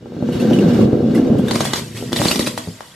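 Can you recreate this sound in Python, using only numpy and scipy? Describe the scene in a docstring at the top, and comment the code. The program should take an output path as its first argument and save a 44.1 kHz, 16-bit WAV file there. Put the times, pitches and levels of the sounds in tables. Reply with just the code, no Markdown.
"""Full glass bottles rumble down a plywood chute beside the microphones: noisy bumps and knocks excite board modes.
On the way glass rattles and bottle clinks bottle: rough contacts ring damped modes of the glass.
Later they burst one after another on hard ground below: each crack is gritty noise with ringing fragments,
each pop and thud a struck, heavily damped resonance, and shards and liquid spray as coloured noise and clicks.
Throughout there is faint open air, shaped noise, and only a short scatter from nearby surfaces."""
import sys
import numpy as np
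from scipy import signal
from scipy.fft import rfft, irfft, next_fast_len
from scipy.io import wavfile

SR = 44100
rng = np.random.default_rng(int(sys.argv[2]) if len(sys.argv) > 2 else 0)


def gain_from_db(level_db):
    """Convert decibel levels to linear amplitude factors (20 dB per decade)."""
    decades = np.asarray(level_db, float) / 20
    return 10 ** decades


def persist_wave(psi):
    """Save psi, clipped to +-1, as 16-bit WAV."""
    counts = np.round(np.clip(psi, -1, 1) * 32767).astype(np.int16)
    wavfile.write(sys.argv[1], SR, np.atleast_2d(counts).T)


N = 130095  # samples in the scene
TAIL_N = int(0.4 * SR)  # samples in a decaying tail


def level(x, db=0):
    """Power normalisation: scales x to an rms level in dB."""
    return x * gain_from_db(db) / np.sqrt(np.mean(x ** 2))


def curve(table, column):
    """Amplitude envelope: gain over time from a level column, near silence (-120 dB) before the first row."""
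    rows = np.array(table)
    return gain_from_db(np.interp(np.arange(N) / SR, rows[:, 0], rows[:, column], left=-120))


def colour(x, table):
    """Spectral weighting: filters x by (f/Hz, level/dB) points joined on a logarithmic frequency axis."""
    rows = np.array(table)
    size = next_fast_len(len(x) + 4096)
    hz = np.maximum(np.arange(size // 2 + 1) * SR / size, 1)
    gain = gain_from_db(np.interp(np.log(hz), np.log(rows[:, 0]), rows[:, 1]))
    return irfft(rfft(x, size) * gain, size)[:len(x)]


def ring(x, hz, t60):
    """Damped harmonic oscillator: one mode driven by x; a unit click rings with a peak of about 1."""
    r = np.exp(-np.log(1000) / (t60 * SR))
    w = 2 * np.pi * min(hz, 0.45 * SR) / SR
    return signal.lfilter([0, r * np.sin(w)], [1, -2 * r * np.cos(w), r * r], x)


def fade(t60):
    """Exponential decay: starts at 1 and falls 60 dB in t60 seconds."""
    return np.exp(-np.log(1000) * np.arange(TAIL_N) / SR / t60)


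def clicks(per_s, spread_db):
    """Random impulse train: clicks of either sign, some stronger than the rest, up to a limit."""
    chance, sign, strength = rng.random((3, N))
    excess = np.minimum(-np.log(1 - strength), 3.0)
    return (chance < per_s / SR) * np.sign(sign - 0.5) * gain_from_db(spread_db * excess)


def add(out, s, x):
    """Superposition: mixes x into out from time s."""
    i = max(int(s * SR), 0)
    out[i:i + len(x)] += x[:len(out) - i]


def scatter(x, t60):
    """Diffuse reflection: x convolved with a short, decaying random tail of unit energy."""
    tail = rng.standard_normal(TAIL_N) * fade(t60)
    return signal.fftconvolve(x, tail / np.linalg.norm(tail))[:N]


# spectrum of the open air, relative: f/Hz, level/dB per Hz
AIR_COLOUR = [(25, 9), (60, -2), (150, 3), (300, -17), (1000, -23.5), (4000, -25), (9000, -37),
              (13000, -61), (14500, -83)]


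def open_air():
    """Stationary ambient noise: white noise with a fixed spectral weighting."""
    return level(colour(rng.standard_normal(N), AIR_COLOUR), -46.5)


def wander():
    """Slow random modulation: the drive of one mode drifts as the bottles travel along the board."""
    per_s, depth_db = 12, 2
    steps = rng.standard_normal(int(N / SR * per_s) + 2)
    drift = np.interp(np.arange(N) / SR * per_s, np.arange(len(steps)), steps)
    return gain_from_db(depth_db * drift)


# how hard the chute is driven: t/s, rolling level/dB, glass rattle level/dB, weight of the deepest modes level/dB
DRIVE = [(0.0, -40, -60, -1), (0.21, -22, -47.5, -4), (0.43, -13.5, -36, -6), (0.49, -10, -36.5, -4),
         (0.64, -10, -35.5, -3.5), (0.82, -7.5, -34.5, -1.5), (0.88, -10.5, -44, -4),
         (1.39, -12.5, -42.5, -9), (1.41, -15, -45, 3), (1.5, -15.5, -35, -2), (1.74, -28.5, -35, 9),
         (1.93, -33.5, -57.5, 11), (2.09, -28.5, -51, 7.5), (2.32, -19.5, -51, -8), (2.59, -32.5, -72, 7),
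         (2.76, -45, -52, -19), (2.95, -87, -53, -30)]
# modes of the plywood board: f/Hz, relative level/dB, t60/s while rolling
BOARD_MODES = [(74.4, -24.5, 0.07), (105.1, -10, 0.23), (136.7, 0, 0.065), (169.4, -0.5, 0.066),
               (208.8, -1, 0.11), (249.8, -0.5, 0.15), (299.6, -1.5, 0.083), (345.7, -3, 0.07),
               (422.3, -7, 0.099), (484.5, -5.5, 0.086), (565, -6.5, 0.039), (691, -16.5, 0.044),
               (790, -16.5, 0.023), (1166, -30, 0.023), (1350, -24, 0.029)]


def rolling():
    """Modal excitation by roughness: small bumps under the rolling bottles drive each plywood mode."""
    bumps_per_s, spread_db, deep_hz = 1200, 3, 150
    shared = clicks(bumps_per_s / 4, spread_db)
    deep_weight = curve(DRIVE, 3)
    out = np.zeros(N)
    for hz, db, t60 in BOARD_MODES:
        common = 1.8 * rng.choice([-1, 1]) * shared
        own = 0.5 * clicks(bumps_per_s, spread_db)
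        mode = gain_from_db(db) * ring((common + own) * wander(), hz, t60)
        out += mode * (deep_weight if hz < deep_hz else 1)
    return level(out) * curve(DRIVE, 1)


# bottles knock the chute: t/s, peak level/dB, brightness as level/dB per octave about 250 Hz
KNOCKS = [(0.026, -21.5, 2), (.058, -17, 10), (.121, -18.5, 5), (0.166, -14.5, 4), (.225, -4.5, 6),
          (.289, -5.5, 4.5), (0.352, -8.5, -5), (0.51, -2.5, 9.5), (0.718, -19, 7), (0.845, 0, -8),
          (0.93, 1.5, 2), (.991, -22, 1), (1.026, -10, -11), (1.188, -13, 3), (1.299, -2, -4),
          (1.337, -10, 2), (1.354, -1.5, -1), (1.396, -4, 3), (2.025, -11.5, 8), (2.199, -3, 3),
          (2.674, -14, -1), (2.685, -14.5, -6.5)]


def knocks():
    """Impact excitation: a brief, smooth contact force rings the board modes in random proportions."""
    contact_s = 0.00087
    out = np.zeros(N)
    t = np.arange(SR // 4) / SR
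    force = np.sin(np.pi * np.minimum(t / contact_s, 1)) ** 2
    # a knock rings 1.55 times as long as the rolling modes
    modes = np.array([gain_from_db(db) * ring(force, hz, t60 * 1.55) for hz, db, t60 in BOARD_MODES])
    octaves = np.log2(np.array(BOARD_MODES)[:, 0] / 250)
    for s, db, tilt_db in KNOCKS:
        share = rng.uniform(0.067, 1, len(BOARD_MODES)) * gain_from_db(tilt_db * octaves)
        knock = share @ modes
        add(out, s, gain_from_db(db) * knock / np.abs(knock).max())
    return out


# spectrum of glass rattling on wood, relative: f/Hz, level/dB per Hz
RATTLE_COLOUR = [(530, -14), (900, 3.5), (2440, -4), (2870, -5), (3220, -5), (8160, -15), (9690, -26),
                 (12300, -15), (14000, -51)]
# modes of a full bottle: f/Hz, relative level/dB, t60/s when rung by small contacts while rolling
BOTTLE_MODES = [(1567, 13.5, 0.063), (2156, 1.5, 0.027), (2777, -1, 0.2), (2937, 6, 0.096),
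                (3430, 7.5, 0.05), (3795, 4, 0.12), (4260, 2.5, 0.1), (4680, -0.5, 0.077),
                (5340, -1.5, 0.19), (6020, -4.5, 0.17), (11700, -24, 0.07)]


def rattle():
    """Repeated micro-impacts: gritty noise and ringing bottle modes that swell with random jolts."""
    contacts_per_s, jolts_per_s, jolt_t60_s, jolt_depth = 120, 60, 0.12, 0.12
    grit = level(clicks(2000, 0.82)) + 1.6 * rng.standard_normal(N)
    glass = sum(gain_from_db(db) * ring(clicks(contacts_per_s, 0.93), hz, t60) for hz, db, t60 in BOTTLE_MODES)
    jolts = signal.fftconvolve(np.abs(clicks(jolts_per_s, 4.5)), fade(jolt_t60_s))[:N]
    flutter = level(1 + jolt_depth * jolts)
    mix = level(colour(grit, RATTLE_COLOUR)) + level(glass, -4)
    return mix * flutter * curve(DRIVE, 2)


# bottle touches bottle: t/s, tone peak level/dB, f/Hz, time scale of contact, ring and clatter/s,
# clatter peak level/dB relative to the tone
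CLINKS = [(0.3227, -33.5, 2860, 0.28, 1.5), (0.4, -29, 2720, 0.12, 1.5),
          (0.5323, -16.5, 2815, 0.095, -11.5), (0.5875, -22, 2740, 0.039, -8),
          (0.7347, -32, 2170, 0.084, -2.5), (0.8091, -27, 1130, 0.11, -5),
          (1.1484, -26.5, 2016, 0.084, 1.5), (1.1775, -28.5, 1650, 0.071, -4),
          (1.3839, -35, 3120, 0.096, 4), (1.4818, -23, 3650, 0.15, -24), (1.483, -22, 1680, 0.03, -2),
          (1.9689, -30.5, 2530, 0.12, 2), (2.161, -13, 3730, 0.038, -15), (2.162, -19.5, 1870, 0.041, -17),
          (2.2837, -4, 4260, 0.031, -23), (2.3114, -10.5, 4570, 0.031, -6),
          (2.3137, -8.5, 2640, 0.024, -1.5), (2.408, -16, 3910, 0.032, -20)]


def clinks():
    """Coupled glass modes: a rough contact rings two close tones, with a clatter that rings the whole bottle."""
    out = np.zeros(N)
    for s, db, hz, scale_s, clatter_db in CLINKS:
        noise = rng.standard_normal((2, TAIL_N))
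        push = noise[0] * fade(scale_s * 0.16)
        tone = ring(push, hz, scale_s * 0.8)
        tone += gain_from_db(-9.5) * ring(push, hz * 1.06, scale_s * 2.4)
        rough = noise[1] * fade(scale_s * 1.94)
        body = 0
        for share, (m_hz, m_db, m_t60) in zip(rng.random(len(BOTTLE_MODES)) ** 2, BOTTLE_MODES):
            body = body + share * gain_from_db(m_db) * ring(rough, m_hz, m_t60 / 2)
        # the crash spectrum without its low rows
        clatter = level(colour(rough, [(600, -37)] + CRASH_COLOUR[3:])) + level(body, -1.8)
        tone = tone / np.abs(tone).max()
        clatter = clatter / np.abs(clatter).max()
        add(out, s, gain_from_db(db) * (tone + gain_from_db(clatter_db) * clatter))
    return out


# spectrum of debris, relative; its upper rows also colour the clatter of clinks: f/Hz, level/dB per Hz
CRASH_COLOUR = [(290, -3), (500, -2), (644, -2.5), (842, -11.5), (997, -8), (1780, -14.5), (4260, -12),
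                (6780, -13.5), (7580, -13), (12600, -16), (14500, -39)]


def debris():
    """Granular sound: a gritty splash mixed with many small shards, each size with its own pitch."""
    sizes, shards_per_s, spread_db = 60, 1000, 4
    shards = 0
    for hz in 1800 * 5 ** rng.random(sizes):
        t60 = 0.028 * (3000 / hz) ** 0.5  # higher shards ring shorter
        shards = shards + ring(clicks(shards_per_s / sizes, spread_db), hz, t60)
    splash = level(clicks(2500, 3.3)) + 1.6 * rng.standard_normal(N)
    return level(colour(level(splash) + level(shards, -2.5), CRASH_COLOUR))


# shards and liquid spraying and falling, during the bursts and between them: t/s, level/dB
SHOWER = [(1.46, -42), (1.512, -47), (1.546, -28), (1.558, -31.5), (1.596, -35), (1.604, -27), (1.638, -34),
          (1.65, -23), (1.716, -38), (1.756, -29.5), (1.795, -28), (1.803, -37.5), (1.93, -43.5),
          (1.97, -34.5), (2.11, -42), (2.128, -36.5), (2.152, -36.5), (2.164, -26), (2.31, -22),
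          (2.388, -30.5), (2.392, -23), (2.456, -33), (2.472, -20.5), (2.496, -35), (2.568, -41),
          (2.58, -26), (2.596, -37), (2.742, -44), (2.95, -47)]


def spray():
    """Envelope modulation of debris: a shower, plus a rise and exponential decay after each crack."""
    rise_s, t60_s, below_crack_db = 0.041, 0.11, -30
    envelope = curve(SHOWER, 1)
    for s, db, _ in CRACKS:
        add(envelope, s, gain_from_db(db + below_crack_db) * fade(t60_s) * (1 - fade(rise_s)))
    return envelope * debris()


# spectrum of the crack itself, relative: f/Hz, level/dB per Hz
CRACK_COLOUR = [(400, -10), (900, 0.5), (2000, -20), (3800, -4.5), (6500, -13.5), (12500, -23),
                (14500, -43)]


def splinters(t60):
    """Fracture noise: gritty decaying noise also rings five fresh fragments; the sum has peak 1."""
    tail = fade(t60)
    grit = rng.standard_normal(TAIL_N) * gain_from_db(2.34 * rng.standard_normal(TAIL_N)) * tail
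    pieces = sum(ring(grit, hz, 0.012) for hz in 1800 * 4 ** rng.random(5))
    x = level(colour(grit, CRACK_COLOUR)) + level(pieces, -7)
    return x / np.abs(x).max()


# bottles crack on the ground: t/s, peak level/dB, t60/s of the gritty noise
CRACKS = [(1.5096, -8, 0.038), (1.5556, -8.5, 0.036), (1.6053, -8.5, 0.047), (1.651, -33, 0.026),
          (1.723, -34, 0.026), (1.734, -4, 0.027), (1.7585, -12, 0.059), (2.1224, -19, 0.013),
          (2.1296, -8, 0.0078), (2.162, -12.5, 0.072), (2.2154, -34, 0.05), (2.2505, -9.5, 0.077),
          (2.358, -8.5, 0.031), (2.3933, -7, 0.033), (2.4722, -9, 0.014), (2.5759, -16.5, 0.024),
          (2.8054, -32, 0.037)]


def cracks():
    """Brittle fracture: each crack is a separate burst of splinter noise."""
    out = np.zeros(N)
    for s, db, t60 in CRACKS:
        add(out, s, gain_from_db(db) * splinters(t60))
    return out


# pressure of the bottles is let go: t/s, pop level/dB before its high-pass, thud level/dB relative to that
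POPS = [(1.5109, -7, 2), (1.5587, -3, -2.5), (1.6066, 1.5, -6), (1.6528, 0.5, -27), (1.7344, -5, -4),
        (2.1212, -10, -3), (2.1299, 1.5, -5.5), (2.2169, 5, -15), (2.2558, 1.5, -2), (2.311, -2.5, -3.5),
        (2.395, -3, 2.5), (2.4747, -13.5, 6), (2.5770, 0.5, -23), (2.8073, -8, -43)]


def pops():
    """Pressure release: an impulse rings a very short pop with a snap, then a lower, longer thud."""
    pop_hz, thud_lag_s = 844, 0.00091
    out = np.zeros(N)
    click = np.eye(1, TAIL_N)[0]
    pop = ring(click, pop_hz, 0.0027)
    pop += gain_from_db(-11) * ring(click, 3630, 0.00067)  # the snap
    pop = signal.sosfilt(signal.butter(2, pop_hz * 0.52, "high", fs=SR, output="sos"), pop)
    thud = ring(click, 272, 0.02)
    for s, db, thud_db in POPS:
        add(out, s, -gain_from_db(db) * pop)
        add(out, s + thud_lag_s, -gain_from_db(db + thud_db) * thud)
    return out


def sources():
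    """Superposition of all sources on one path; only the bursts below gain a scattered echo."""
    far = spray() + cracks() + pops()
    near = open_air() + rolling() + knocks() + rattle() + clinks()
    return near + far + gain_from_db(-6.5) * scatter(far, 0.27)


# gain of the scatter that differs between the two microphones: f/Hz, level/dB against the common sound
WIDTH = [(60, -14), (110, -25.5), (200, -15.5), (370, -9), (690, -1.5), (1260, -3), (2330, -9.5),
         (4280, -2.5), (7870, -4.5), (14500, -6)]


def scene():
    """Mid-side stereo: a common path, and a scattered path, drawn anew, of opposite sign at the two microphones."""
    mid = sources()
    side = colour(scatter(sources(), 0.072), WIDTH)
    return np.array([mid + side, mid - side])


def band_limit(x):
    """A steep low-pass at the top of the band."""
    return signal.sosfilt(signal.butter(12, 15080, fs=SR, output="sos"), x)


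def record(dry):
    """Band limitation and saturation: deep bass and the very top are cut, the loudest peaks rounded."""
    low_hz, top_hz, ceiling = 90.3, 14600, 1.4
    x = signal.sosfilt(signal.butter(2, low_hz, "high", fs=SR, output="sos"), dry)
    x = ceiling * np.tanh(x / ceiling)
    x = signal.sosfilt(signal.cheby1(10, 0.5, top_hz, fs=SR, output="sos"), x)
    return band_limit(x)


dry = scene()
out = record(dry)
persist_wave(out)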